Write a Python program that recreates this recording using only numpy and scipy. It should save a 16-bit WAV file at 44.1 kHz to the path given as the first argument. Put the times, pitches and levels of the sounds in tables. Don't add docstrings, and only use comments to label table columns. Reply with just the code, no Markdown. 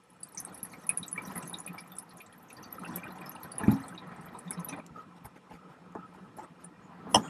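import sys
import numpy as np
from scipy import signal
from scipy.io import wavfile
from scipy.ndimage import uniform_filter1d

SR = 44100
rng = np.random.default_rng(int(sys.argv[2]) if len(sys.argv) > 2 else 0)


def magnitude_from_level(level_db):
    exponent = np.asarray(level_db, float) / 20
    return 10 ** exponent


def digitize_waveform(pressure):
    field = np.atleast_2d(pressure).T
    bounded = np.clip(field, -1, 1)
    quanta = np.round(bounded * 32767).astype(np.int16)
    wavfile.write(sys.argv[1], SR, quanta)


N = 321489
STOP_S = 4.805

# f/Hz, width/Hz, level/dB
HUM_BANDS = [(479, 77, -70), (872, 27, -75), (1308, 22, -74.5), (2410, 113.8, -82), (5350, 192, -86)]
# f/Hz, level/dB per Hz
HISS_COLOUR = [(880, -32), (1500, -7), (2570, -3), (3650, -9), (5450, -16.5), (5950, -14.5), (9510, -16),
               (13700, -29), (15500, -57)]
# t/s, level/dB
STREAM_FLOW = [(0.0, -10.5), (0.15, -6), (0.5, 2.5), (0.71, 1), (1.18, 1), (1.32, 6.5), (1.55, 1.5),
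               (1.99, -1.5), (2.46, -3.5), (2.62, 1), (2.9, 4), (3.53, -0.5), (3.74, 6.5), (4.0, 0),
               (4.67, 1.5), (4.8, 1.5)]
# t/s, level/dB
BOTTLE_SWAY = [
    (4.81, 0.5),
    (5.4, -3.5),
    (6.2, 1.5),
    (6.66, -2.5),
    (6.92, 1.5),
    (7.14, 7.5),
    (7.29, 10.5),
]
# f/Hz, width/Hz, level/dB
BOTTLE_AIR = [(119, 130, -10), (175, 22, 7), (238, 37.4, -3.5), (292, 15, -4.5)]
# f/Hz, level/dB per Hz
SLOSH_COLOUR = [(35, -43.5), (60, -24), (172, -0.5), (368, -8), (653, -9), (1270, -6), (2100, -23.5),
                (2390, -24.5), (3210, -28.5), (5000, -34.5), (6500, -72), (11000, -120)]
# f/Hz, width/Hz, level/dB
SLOSH_MODES = [(782, 80, -3), (1011, 30.4, 1.5), (1294, 24.75, -1), (1893, 230, 3.5), (2397, 53, 1.5)]
# f/Hz, width/Hz, level/dB
NECK_MODES = [(2400, 240, -0.5), (4080, 1806, -4.5), (5400, 310, -10), (6200, 1200, -4), (7710, 740, -8),
              (8500, 390, -4), (10300, 540, 0.5), (11800, 470, -2), (13400, 1400, -5)]
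# t/s, peak level/dB
STREAM_SURGES = [(0.396, -42), (0.476, -42), (0.565, -65), (0.647, -39), (0.73, -43), (0.9, -32),
                 (1.069, -61), (1.177, -28.5), (1.251, -44), (1.313, -52), (1.358, -29.5), (1.404, -51),
                 (1.513, -58), (1.651, -43), (1.704, -42), (1.745, -37), (1.955, -62), (2.398, -55),
                 (2.575, -38), (2.638, -52), (2.705, -58), (2.835, -35), (2.969, -35), (3.011, -49),
                 (3.076, -42), (3.153, -45), (3.214, -33.5), (3.264, -37), (3.445, -31), (3.539, -38.5),
                 (3.597, -26.5), (3.678, -29), (3.766, -44), (3.931, -58), (4.023, -33.5), (4.117, -35),
                 (4.182, -45), (4.263, -50), (4.316, -45), (4.456, -59), (4.508, -35), (4.573, -43),
                 (4.66, -52), (4.726, -32), (4.775, -38)]
# t/s, peak level/dB, f/Hz, length/s
LOW_SWELLS = [(0.628, -38, 184, 0.013), (0.879, -49, 190, 0.072), (1.138, -43, 181, 0.032),
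              (1.368, -42, 232, 0.027), (1.431, -36.5, 165, 0.022), (1.691, -38.5, 172, 0.031),
              (2.949, -40, 175, 0.055), (3.219, -48, 147, 0.073), (4.066, -42, 174, 0.028),
              (4.189, -41.5, 168, 0.039), (4.455, -36, 179, 0.046), (4.569, -35, 171.3, 0.059),
              (4.71, -39.5, 284, 0.056), (4.898, -46, 149, 0.033), (5.245, -45, 113, 0.032),
              (4.794, -38, 225, 0.0096), (5.951, -35, 314, 0.014), (5.982, -40, 195, 0.012),
              (3.68, -18, 184, 0.0067), (7.146, -26, 300.5, 0.035), (5.53, -50.5, 172, .06),
              (5.69, -51, 151, .035), (6.2, -46, 188, .06), (6.62, -51, 169.3, .09), (7.075, -42, 268, .04),
              (7.128, -33, 189, .02), (7.16, -30, 215, .05), (7.255, -48, 177, .035)]
# t/s, peak
# level/dB, f/Hz, splash level/dB against the peak
SMALL_BUBBLES = [(0.232, -30, 9820, -23), (0.401, -29, 10170, -7), (0.449, -31.5, 8400, -27),
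                 (0.6297, -25, 11170, -11), (0.8665, -40, 10200, 2), (0.8915, -13, 10250, -15),
                 (0.9735, -18, 10250, -12.5), (1.08, -34, 7740, -4.5), (1.1282, -21, 10270, -20),
                 (1.3544, -40.5, 10360, 6), (1.3772, -30.5, 10900, -2), (1.475, -35, 10740, -4),
                 (1.5306, -35, 9900, -2.5), (1.6023, -31.5, 10300, -20), (1.6631, -30.5, 10060, -8),
                 (1.984, -30, 10100, 0), (2.7256, -30, 11800, -11), (2.958, -26.5, 11460, -2.5),
                 (3.2936, -30.5, 11540, -25), (3.4314, -35, 11540, -7), (3.5178, -34, 9900, -10),
                 (3.5818, -23, 10230, -11), (3.7155, -34.5, 11570, -2.5), (4.3866, -51, 9150, 11.5),
                 (4.5065, -23.5, 10300, -5), (4.6458, -28.5, 11800, -13), (4.6867, -29.5, 10320, -14),
                 (5.253, -53, 9600, 9.5), (6.3675, -58, 10800, 10.5), (6.6441, -38.5, 9100, -12)]
# t/s, peak level/dB, f/Hz
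FAINT_BUBBLES = [(0.2867, -50, 11800), (0.3205, -49, 10000), (0.3467, -42, 8500), (0.379, -43, 9500),
                 (1.063, -45, 12100), (1.424, -41.5, 8100), (1.7454, -49, 11900), (1.918, -43, 12900),
                 (1.9656, -44.5, 7900), (2.217, -48, 11600), (2.262, -53.5, 7550), (2.379, -55, 11750),
                 (2.4274, -53, 11800), (2.499, -53, 11450), (3.258, -48, 11800), (3.3508, -48, 9300),
                 (3.6351, -47, 11800), (3.881, -40.5, 8830), (4.21, -54, 9400), (4.2582, -48.5, 11650),
                 (.73, -52.5, 4300)]
# t/s, peak level/dB
FAINT_DRIPS = [(0.101, -54), (0.204, -51), (0.5438, -39.5), (0.576, -42), (0.65, -36.5), (0.7174, -49),
               (1.0277, -45.5), (1.1126, -42), (1.22, -46.5), (1.272, -46), (1.495, -37.5), (1.585, -41),
               (1.804, -44), (1.876, -53), (1.952, -50), (2.0936, -54), (2.17, -45), (2.326, -51.5),
               (2.528, -44), (2.7931, -45), (4.5953, -46)]
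# t/s, peak level/dB, f/Hz
SPECK_BUBBLES = [(0.0353, -56, 10250), (0.1311, -55, 10400), (0.163, -56, 8250), (0.2693, -48, 8540),
                 (0.5315, -47, 10300), (0.6967, -58, 10300), (0.8169, -50, 10400), (1.3218, -41, 11800),
                 (1.453, -53, 10600), (1.5683, -39, 10300), (1.73, -44, 11500), (1.7809, -41, 9950),
                 (2.0228, -42, 10800), (2.1339, -52, 11800), (2.1999, -44, 10300), (2.7053, -56, 11800),
                 (2.8359, -51, 10300), (2.8506, -40, 10300), (2.9312, -62, 11800), (3.0389, -44.5, 9800),
                 (3.0729, -49, 11600), (3.121, -44, 11700), (3.1582, -57, 10000), (3.1817, -49, 9220),
                 (3.209, -45, 11400), (3.3174, -42, 9750), (3.5546, -45, 10300), (3.8332, -48.5, 8800),
                 (4.1614, -50, 8500), (4.4742, -66, 10400), (4.7611, -49, 9700), (4.789, -50, 10200)]
# t/s, peak level/dB, f/Hz, splash level/dB against the peak
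LARGE_BUBBLES = [(0.7353, -42.5, 2250, -18), (0.8926, -30.5, 2473, -16), (0.9752, -53, 2360, -4),
                 (1.1773, -30.5, 2276, -33), (1.3557, -47, 2050, -10), (1.4265, -48, 2730, -6),
                 (1.6746, -36.5, 2413, -6.5), (1.7796, -42, 2270, -3), (2.203, -46.5, 2400, 0),
                 (2.5008, -51.5, 2630, 4.5), (2.8464, -38.5, 2674, -18), (2.982, -46.5, 2320, -22),
                 (3.0325, -38.5, 2380, -24), (3.2147, -46.5, 2380, -17), (3.5914, -45.5, 2750, -7),
                 (3.6347, -40, 1700, -0.5), (3.675, -41, 2300, -10), (4.5123, -46.5, 2180, -9),
                 (4.5735, -55.5, 2400, 3), (4.6908, -44.5, 2530, -3), (4.7254, -39, 2360, -19),
                 (4.7964, -49, 2350, -15)]
# t/s, peak level/dB, f/Hz
MIDDLE_BUBBLES = [(0.229, -51, 4700), (0.374, -30, 5980), (0.3814, -32.5, 6200), (1.0293, -35.5, 3834),
                  (1.251, -43.5, 5800), (1.471, -48, 6300), (1.539, -35, 3740), (1.585, -42, 7000),
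                  (1.785, -40.5, 4980), (1.919, -48.5, 3490), (2.5664, -49.5, 4630), (2.6297, -44.5, 5950),
                  (2.639, -45.5, 4520), (2.959, -40.5, 8170), (3.261, -44.5, 5230), (3.316, -50, 6200),
                  (3.5163, -49, 4600), (3.737, -51, 5400), (3.836, -50.5, 4200), (3.977, -39.5, 3770),
                  (4.4777, -50, 3620), (4.51, -38, 8500), (4.53, -46.5, 5270), (4.575, -53, 3900),
                  (4.683, -48, 3880), (4.69, -39.5, 6010), (4.727, -49, 3560)]
# t/s, peak level/dB, f/Hz
SOFT_BLIPS = [(0.2838, -58, 4210), (0.3301, -57, 5220), (0.4834, -53, 4240), (0.545, -52, 5500),
              (0.63, -55, 5070), (0.695, -53, 6400), (0.8179, -59, 6260), (0.9757, -53, 5940),
              (1.0824, -54, 6500), (1.277, -50, 3940), (1.381, -57, 4670), (1.4264, -46, 6050),
              (1.6427, -52, 5870), (1.898, -62, 3600), (1.9859, -48.5, 5340), (2.0892, -57, 4580),
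              (2.1063, -48.5, 4150), (2.179, -49.5, 6700), (2.2608, -58, 3930), (2.3244, -52.5, 3240),
              (2.4848, -54, 6460), (2.501, -51, 6400), (2.7057, -55, 5320), (2.7462, -56, 5170),
              (2.796, -57, 3970), (2.8745, -50.5, 5230), (2.908, -56, 5020), (2.964, -57, 5100),
              (3.0799, -52, 3500), (3.1063, -47, 4000), (3.1837, -56, 3530), (3.2869, -53, 5200),
              (3.3533, -51, 3840), (3.4327, -47, 4240), (3.5528, -55, 4840), (3.708, -43, 3780),
              (3.8851, -54, 3400), (4.2837, -53, 3200), (4.349, -57, 3820), (4.5077, -56, 3680),
              (4.5979, -48, 6370)]
# t/s, peak level/dB, f/Hz
MORE_BUBBLES = [(0.2305, -37.5, 8170), (0.4012, -38, 11500), (0.449, -34, 10500), (1.2715, -49, 12000),
                (1.3655, -35, 11700), (1.4545, -47, 7900), (1.677, -44, 12000), (0.371, -49, 2190)]
# t/s, peak level/dB, brightness level/dB
BOTTLE_KNOCKS = [(3.597, -56, 3), (3.612, -34.5, 4), (3.633, -24, -10), (3.655, -31, -4),
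                 (3.712, -32.5, -1.5), (3.6803, -10, -19.5), (3.725, -18.5, -25), (4.51, -49, -1),
                 (4.69, -58, 12.5), (4.727, -56, 12.5), (4.797, -63, 2), (5.25, -60, 14), (5.51, -53.5, 11),
                 (5.951, -40, 9), (6.385, -47, 8), (7.068, -47, 9.5), (7.160, -23.5, 3.5)]
# f/Hz, level/dB, t60/s
WALL_MODES = [(123, 5.5, 0.15), (166.4, 0, 0.14), (208, 13.5, 0.084), (269, -1, 0.29), (291.3, -11.5, 0.25)]
# f/Hz, level/dB, t60/s
RIM_MODES = [(440, 1.5, 0.048), (709, -4, 0.052), (855, 11, 0.024), (1008, -1.5, 0.05), (1227, -15.5, 0.15),
             (1662, -3.5, 0.019), (2400, -25, 0.019)]
# t/s, peak level/dB, f/Hz, length/s
HAND_THUDS = [
    (4.9, -53, 70, 0.035),
    (5.24, -47.5, 60, 0.041),
    (5.52, -50.5, 55, 0.04),
    (7.15, -30, 101, 0.032),
]
# start t/s, end t/s, level/dB
RUB_STROKES = [
    (4.937, 5.052, -55.5),
    (5.157, 5.193, -54.5),
    (5.241, 5.273, -46),
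    (5.352, 5.387, -53),
    (5.483, 5.588, -54),
    (5.676, 5.753, -58.5),
    (6.13, 6.174, -55),
    (6.352, 6.47, -52.5),
    (6.586, 6.663, -54),
    (7.1, 7.15, -66),
]
# f/Hz, level/dB per Hz
RUB_COLOUR = [(120, -18), (200, 1.5), (677, -13.5), (918, 3), (1120, -49), (1310, -14), (1950, -16),
              (4360, -30), (12600, -36.5), (14500, -49)]
# start t/s, length/s, level/dB, f/Hz, width/Hz
TAP_SQUEAKS = [(5.233, 0.045, -57, 12900, 1200), (5.957, 0.39, -83, 9700, 49.4),
               (6.637, 0.025, -47, 9700, 500), (6.803, 0.093, -73, 6900, 500),
               (7.077, 0.092, -65.5, 13400, 694), (7.083, 0.12, -51, 10000, 900),
               (7.092, 0.071, -63, 7000, 4500), (7.162, 0.06, -60, 3250, 250),
               (7.187, 0.13, -56.5, 7000, 500), (7.217, 0.089, -59.5, 3250, 170),
               (7.222, 0.085, -62, 8400, 430)]
# start t/s, length/s, level/dB
GLOVE_CREAKS = [
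    (4.916, 0.15, -47.5),
    (5.487, 0.31, -59),
    (5.943, 0.15, -50),
    (6.289, 0.23, -58.5),
    (6.528, 0.22, -61),
    (6.793, 0.18, -69.5),
]
# start t/s, length/s, level/dB, first f/Hz, last f/Hz
SLIDING_SCRAPES = [
    (6.362, .052, -45, 420, 1050),
    (6.362, .065, -65, 7500, 7200),
    (6.42, .045, -65, 8000, 8800),
    (3.628, .025, -42, 1500, 1800),
]
# t/s, peak level/dB
DRY_TICKS = [
    (4.5075, -60),
    (4.724, -52),
    (4.795, -61),
    (4.8635, -39.5),
    (5.922, -57.5),
    (5.951, -56),
]
# f/Hz, width/Hz, level/dB
TICK_COLOUR = [(1800, 1200, 3.5), (3690, 1500, -12.5), (6400, 950, 13), (10300, 1200, -19)]
# t/s, level/dB
LEVER_SNAPS = [
    (7.1425, -22),
    (7.1447, -6),
    (7.155, -11),
    (7.164, -22),
]
# f/Hz, level/dB, t60/s
LEVER_MODES = [(1915, -6.5, 0.013), (2905, 1, 0.02), (3157, 3, 0.015), (4300, -14, 0.0051),
               (5346, -1, 0.021), (5940, -5, 0.023), (7140, -28, 0.0057), (7970, -6, 0.013),
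               (9190, 7, 0.0076), (10230, -3.5, 0.0099), (11500, -8, 0.0044), (12900, -28, .005)]
# f/Hz, level/dB, t60/s
LEVER_BODY_MODES = [(563, -5, 0.023), (747, 2, 0.02), (898, -5, 0.022), (967, 0.5, 0.018)]


def evened(x):
    return x / np.sqrt(np.mean(x ** 2) + 1e-20)


def add(mix, s, sound):
    part = mix[round(s * SR):][:len(sound)]
    part += sound[:len(part)]


def resonate(x, modes):
    out = np.zeros(len(x))
    for hz, width, db in modes:
        r = np.exp(-np.pi * np.clip(width, 5, 5000) / SR)
        out += magnitude_from_level(db) * 2 * signal.lfilter([1 - r], [1, -r * np.exp(2j * np.pi * hz / SR)], x).real
    return out


def narrow_band(x, hz, width):
    mode = [(hz, width, 0)]
    return evened(resonate(resonate(x, mode), mode))


def noise(colour, patchy_db):
    frames, hz = N // 128 + 5, np.fft.rfftfreq(512, 1 / SR)
    a, b, patches = rng.standard_normal((frames, 257, 3)).T
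    patches = uniform_filter1d(patches, size=4, axis=0)
    patches = evened(uniform_filter1d(patches, size=10, axis=1))
    f, db = np.transpose(colour)
    colour_db = np.interp(np.log(hz + 1), np.log(f + 1), db)
    gain = magnitude_from_level(colour_db[:, None] + patchy_db * patches)
    return evened(signal.istft((a + 1j * b) * gain, nperseg=512, noverlap=384)[1][:N])


def grains(per_s, spread_db):
    size = magnitude_from_level(spread_db * np.minimum(rng.exponential(1, N), 4)) * rng.choice([-1., 1.], N)
    return size * (rng.random(N) < per_s / SR)


def ring(modes, rise_s):
    t = np.arange(SR // 3) / SR
    tone = sum(magnitude_from_level(db - 60 * t / t60) * np.sin(2 * np.pi * hz * t) for hz, db, t60 in modes)
    tone *= 1 - np.exp(-(t / rise_s) ** 2)
    return tone / abs(tone).max()


def swells(table):
    out = np.zeros(N)
    for s, db, hz, length in table:
        t = np.arange(0, max(length, .01), 1 / SR)
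        add(out, s, magnitude_from_level(db) * np.sin(np.pi * t / t[-1]) * np.sin(2 * np.pi * hz * t))
    return out


def cabinet(tracks, t60, wet_db):
    out = tracks.sum(0)
    for track in tracks:
        taps, at = np.zeros(8000), np.arange(60, 7970, 24)
        taps[at + rng.integers(0, 24, len(at))] = rng.choice([-1., 1.], len(at))
        taps *= magnitude_from_level(-60 * np.arange(len(taps)) / SR / t60)
        out = out + magnitude_from_level(wet_db) * signal.oaconvolve(track, taps / np.linalg.norm(taps))[:N]
    return out


def hum():
    air = rng.standard_normal(N)
    return sum(magnitude_from_level(db) * narrow_band(air, hz, width) for hz, width, db in HUM_BANDS)


def room():
    return magnitude_from_level(-72.5) * noise(HISS_COLOUR, patchy_db=2.0) + hum()


def ticks():
    tracks, t = np.zeros((2, N)), np.arange(2000) / SR
    shape = np.minimum(t / 0.00096, 1) * magnitude_from_level(-60 * t / 0.013)
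    for k, (s, db) in enumerate(DRY_TICKS):
        crack = resonate(rng.standard_normal(len(t)) * shape, TICK_COLOUR)
        add(tracks[k % 2], s, magnitude_from_level(db) * crack / abs(crack).max())
    return cabinet(tracks, t60=0.055, wet_db=-9.0)


def rubs():
    slide = noise(RUB_COLOUR, patchy_db=5.4)
    grain = uniform_filter1d(abs(grains(650, 3.1)), size=60)
    rub = evened(slide * (0.55 + 5.5 * grain))
    strokes = np.zeros(N)
    for start, end, db in RUB_STROKES:
        add(strokes, start, magnitude_from_level(db) * signal.windows.tukey(round((end - start) * SR), .6))
    return strokes * rub


def squeaks():
    out = np.zeros(N)
    creaks = [row + (1282, 95) for row in GLOVE_CREAKS]  # f/Hz, width/Hz of the handle
    for start, length, db, hz, width in TAP_SQUEAKS + creaks:
        rub = narrow_band(rng.standard_normal(SR // 2)[:round(length * SR)], hz, width)
        add(out, start, magnitude_from_level(db) * rub * np.hanning(len(rub)))
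    return out


def scrapes():
    out = np.zeros(N)
    for start, length, db, first_hz, last_hz in SLIDING_SCRAPES:
        a, b = rng.standard_normal((2, SR // 4))[:, :round(length * SR)]
        r = np.exp(-np.pi * .14 * last_hz / SR)
        band = signal.lfilter([1], [1, -2 * r, r * r], a + 1j * b)
        carrier = np.exp(2j * np.pi * np.cumsum(np.linspace(first_hz, last_hz, len(a))) / SR)
        add(out, start, magnitude_from_level(db) * evened((band * carrier).real) * np.hanning(len(a)))
    return out


def knocks():
    booms, tracks = np.zeros(N), np.zeros((2, N))
    wall, rim = ring(WALL_MODES, rise_s=0.0026), ring(RIM_MODES, rise_s=.0012)
    for k, (s, db, bright_db) in enumerate(BOTTLE_KNOCKS):
        add(booms, s, magnitude_from_level(db) * wall)
        add(tracks[k % 2], s, magnitude_from_level(db + bright_db) * rim)
    return booms + cabinet(tracks, t60=0.12, wet_db=0.7) + swells(HAND_THUDS)


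def lever():
    tracks = np.zeros((2, N))
    click = .74 * ring(LEVER_MODES, rise_s=.002) + magnitude_from_level(-3) * ring(LEVER_BODY_MODES, rise_s=0.0022)
    t = np.arange(len(click)) / SR
    decay = magnitude_from_level(-60 * t / 0.014) + magnitude_from_level(-16.5 - 60 * t / 0.174)
    crack = rng.standard_normal(len(t)) * np.minimum(t / 0.0039, 1) * decay
    crack = resonate(crack, [(7000, 6600, -5.0), (1170, 890, 11), (3000, 280, -3), (5500, 360, 5)])
    for k, (s, db) in enumerate(LEVER_SNAPS):
        add(tracks[k % 2], s, magnitude_from_level(db) * (click + magnitude_from_level(-18.0) * crack))
    return cabinet(tracks, t60=0.055, wet_db=-11.0)


def control(middle_db, db_per_flow_db, fill_db_per_s, stop_step_db):
    t, (s, flow_db) = np.arange(N) / SR, np.transpose(STREAM_FLOW + BOTTLE_SWAY)
    level_db = middle_db + db_per_flow_db * np.interp(t, s, flow_db)
    filled_db = fill_db_per_s * np.minimum(t, STOP_S)
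    return magnitude_from_level(level_db + filled_db + stop_step_db * (t >= STOP_S))


def lumps():
    steps = uniform_filter1d(rng.standard_normal(N // 256 + 2), size=6)
    return np.interp(np.arange(N) / 256, np.arange(len(steps)), evened(steps))


def surges():
    t, out, rise_s = np.arange(SR // 4) / SR, np.zeros(N), 0.0061
    for s, db in STREAM_SURGES:
        add(out, s - rise_s / 2, magnitude_from_level(db - 14.5 - 60 * t / 0.24) * np.minimum(t / rise_s, 1))
    return out * (np.arange(N) < STOP_S * SR)


def bubble(hz, cycles, splash_db):
    t = np.arange(2000) / SR
    shape = magnitude_from_level(-60 * t * hz / cycles) * (1 - np.exp(-(t / 0.001) ** 2))
    ping = shape / shape.max() * np.sin(2 * np.pi * hz * t * (1 + 1.9 * t))
    burst = np.exp(-((t - .0008) / 0.000209) ** 2) * np.sin(2 * np.pi * hz * t)
    hiss, spray_s = rng.standard_normal(len(t)), 0.0023
    spray = hiss * t / spray_s * np.exp(-t / spray_s)
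    neck = [(f * (1 + .025 * hiss[0]), width, db) for f, width, db in NECK_MODES]
    splash = resonate(resonate(signal.fftconvolve(burst, spray)[:len(t)], neck), neck)
    mist = resonate(spray, neck)
    return ping + magnitude_from_level(splash_db) * (splash / abs(splash).max() + magnitude_from_level(-14) * mist / abs(mist).max())


def swarm(pitches, per_s, spread_db, cycles, splash_db):
    tracks = np.zeros((2, N))
    for k, hz in enumerate(pitches):
        tracks[k % 2] += signal.oaconvolve(grains(per_s, spread_db), bubble(hz, cycles, splash_db))[:N]
    return tracks


def gurgle(flicker):
    running = np.where(np.arange(N) < STOP_S * SR, 1, .45)
    air = resonate(noise([(20, 0.00046), (20000, 0.01)], patchy_db=4.1), BOTTLE_AIR)
    air = evened(resonate(air, [(198, 300, 0)]))
    wide = noise(SLOSH_COLOUR, patchy_db=2.77)
    slaps = signal.oaconvolve(grains(410, 6.2), np.hanning(24) / 8, "same")
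    rings = resonate(wide + 1.4 * running * slaps, SLOSH_MODES)
    plops = swarm(np.geomspace(500, 2700, num=10), per_s=5.62, spread_db=4.65, cycles=29.5, splash_db=-42.5)
    plops = cabinet(plops, t60=0.02, wet_db=-1.3)
    slosh = evened(wide + magnitude_from_level(-5.0) * running * evened(rings) + magnitude_from_level(-6) * running * evened(plops))
    air_gain = control(-56, db_per_flow_db=1.5, fill_db_per_s=0.47, stop_step_db=-2)
    slosh_gain = control(-57, db_per_flow_db=1.13, fill_db_per_s=1.1452, stop_step_db=-4.5)
    flow = magnitude_from_level(1.0 * running * flicker) * (air_gain * air + slosh_gain * slosh)
    return flow + surges() * (slosh + 0.42 * air) + swells(LOW_SWELLS)


def fizz(flicker):
    tiny = swarm(np.geomspace(2300, 12300, num=18), per_s=22.0, spread_db=2.86, cycles=55.1, splash_db=-5.5)
    tiny = cabinet(tiny, t60=0.041, wet_db=4.0)
    tiny = signal.lfilter([1, -.85], [1], tiny) * (np.arange(N) < STOP_S * SR)
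    froth = noise([(20, 0.013), (20000, 0.022)], patchy_db=4.1)
    gain = control(-70.5, db_per_flow_db=2.13, fill_db_per_s=-1.0, stop_step_db=-0.5)
    return magnitude_from_level(2.4 * flicker) * gain * evened(resonate(evened(tiny) + 0.18 * froth, NECK_MODES))


def bubbles(table, cycles, t60, wet_db):
    tracks, chance = np.zeros((4, N)), rng.random((len(table), 2))
    for k, (s, db, hz, splash_db) in enumerate(table):
        add(tracks[k % 4], s, magnitude_from_level(db) * bubble(hz, cycles, splash_db))
        later, other_hz = s + .002 + 0.0076 * chance[k, 0], hz * (0.83 + .2 * chance[k, 1])
        add(tracks[k % 4], later, magnitude_from_level(db - 17.0) * bubble(other_hz, cycles, splash_db))
    return cabinet(tracks, t60, wet_db)


def more_bubbles():
    return bubbles([row + (-11,) for row in MORE_BUBBLES], cycles=90, t60=.07, wet_db=-5)


def drops():
    small = SMALL_BUBBLES + [row + (-1,) for row in FAINT_BUBBLES]
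    small += [(s, db, 10250, -0.5) for s, db in FAINT_DRIPS]
    small += [(s, db - 7, hz, -1.5) for s, db, hz in SPECK_BUBBLES]
    large = LARGE_BUBBLES + [row + (-11,) for row in MIDDLE_BUBBLES]
    blips = [(s, db - 4.5, hz, -2) for s, db, hz in SOFT_BLIPS]
    return (bubbles(small, cycles=95.0, t60=0.081, wet_db=-6.5)
            + bubbles(large, cycles=58, t60=0.082, wet_db=2.3)
            + bubbles(blips, cycles=45, t60=0.06, wet_db=2.7))


def scene():
    pings = drops()
    background = room()
    flicker = lumps()
    stream = gurgle(flicker) + fizz(flicker) + pings
    handling = knocks() + lever() + rubs() + squeaks() + ticks() + scrapes()
    return (background + handling + stream + more_bubbles())[None]


def top_cut(x):
    return signal.sosfilt(signal.butter(12, 15850, fs=SR, output="sos"), x)


def record(dry):
    cut = signal.sosfilt(signal.butter(1, 80, "high", fs=SR, output="sos"), dry)
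    cut = signal.sosfilt(signal.butter(10, 14200, fs=SR, output="sos"), cut)
    return top_cut(cut)


dry = scene()
out = record(dry)
digitize_waveform(out)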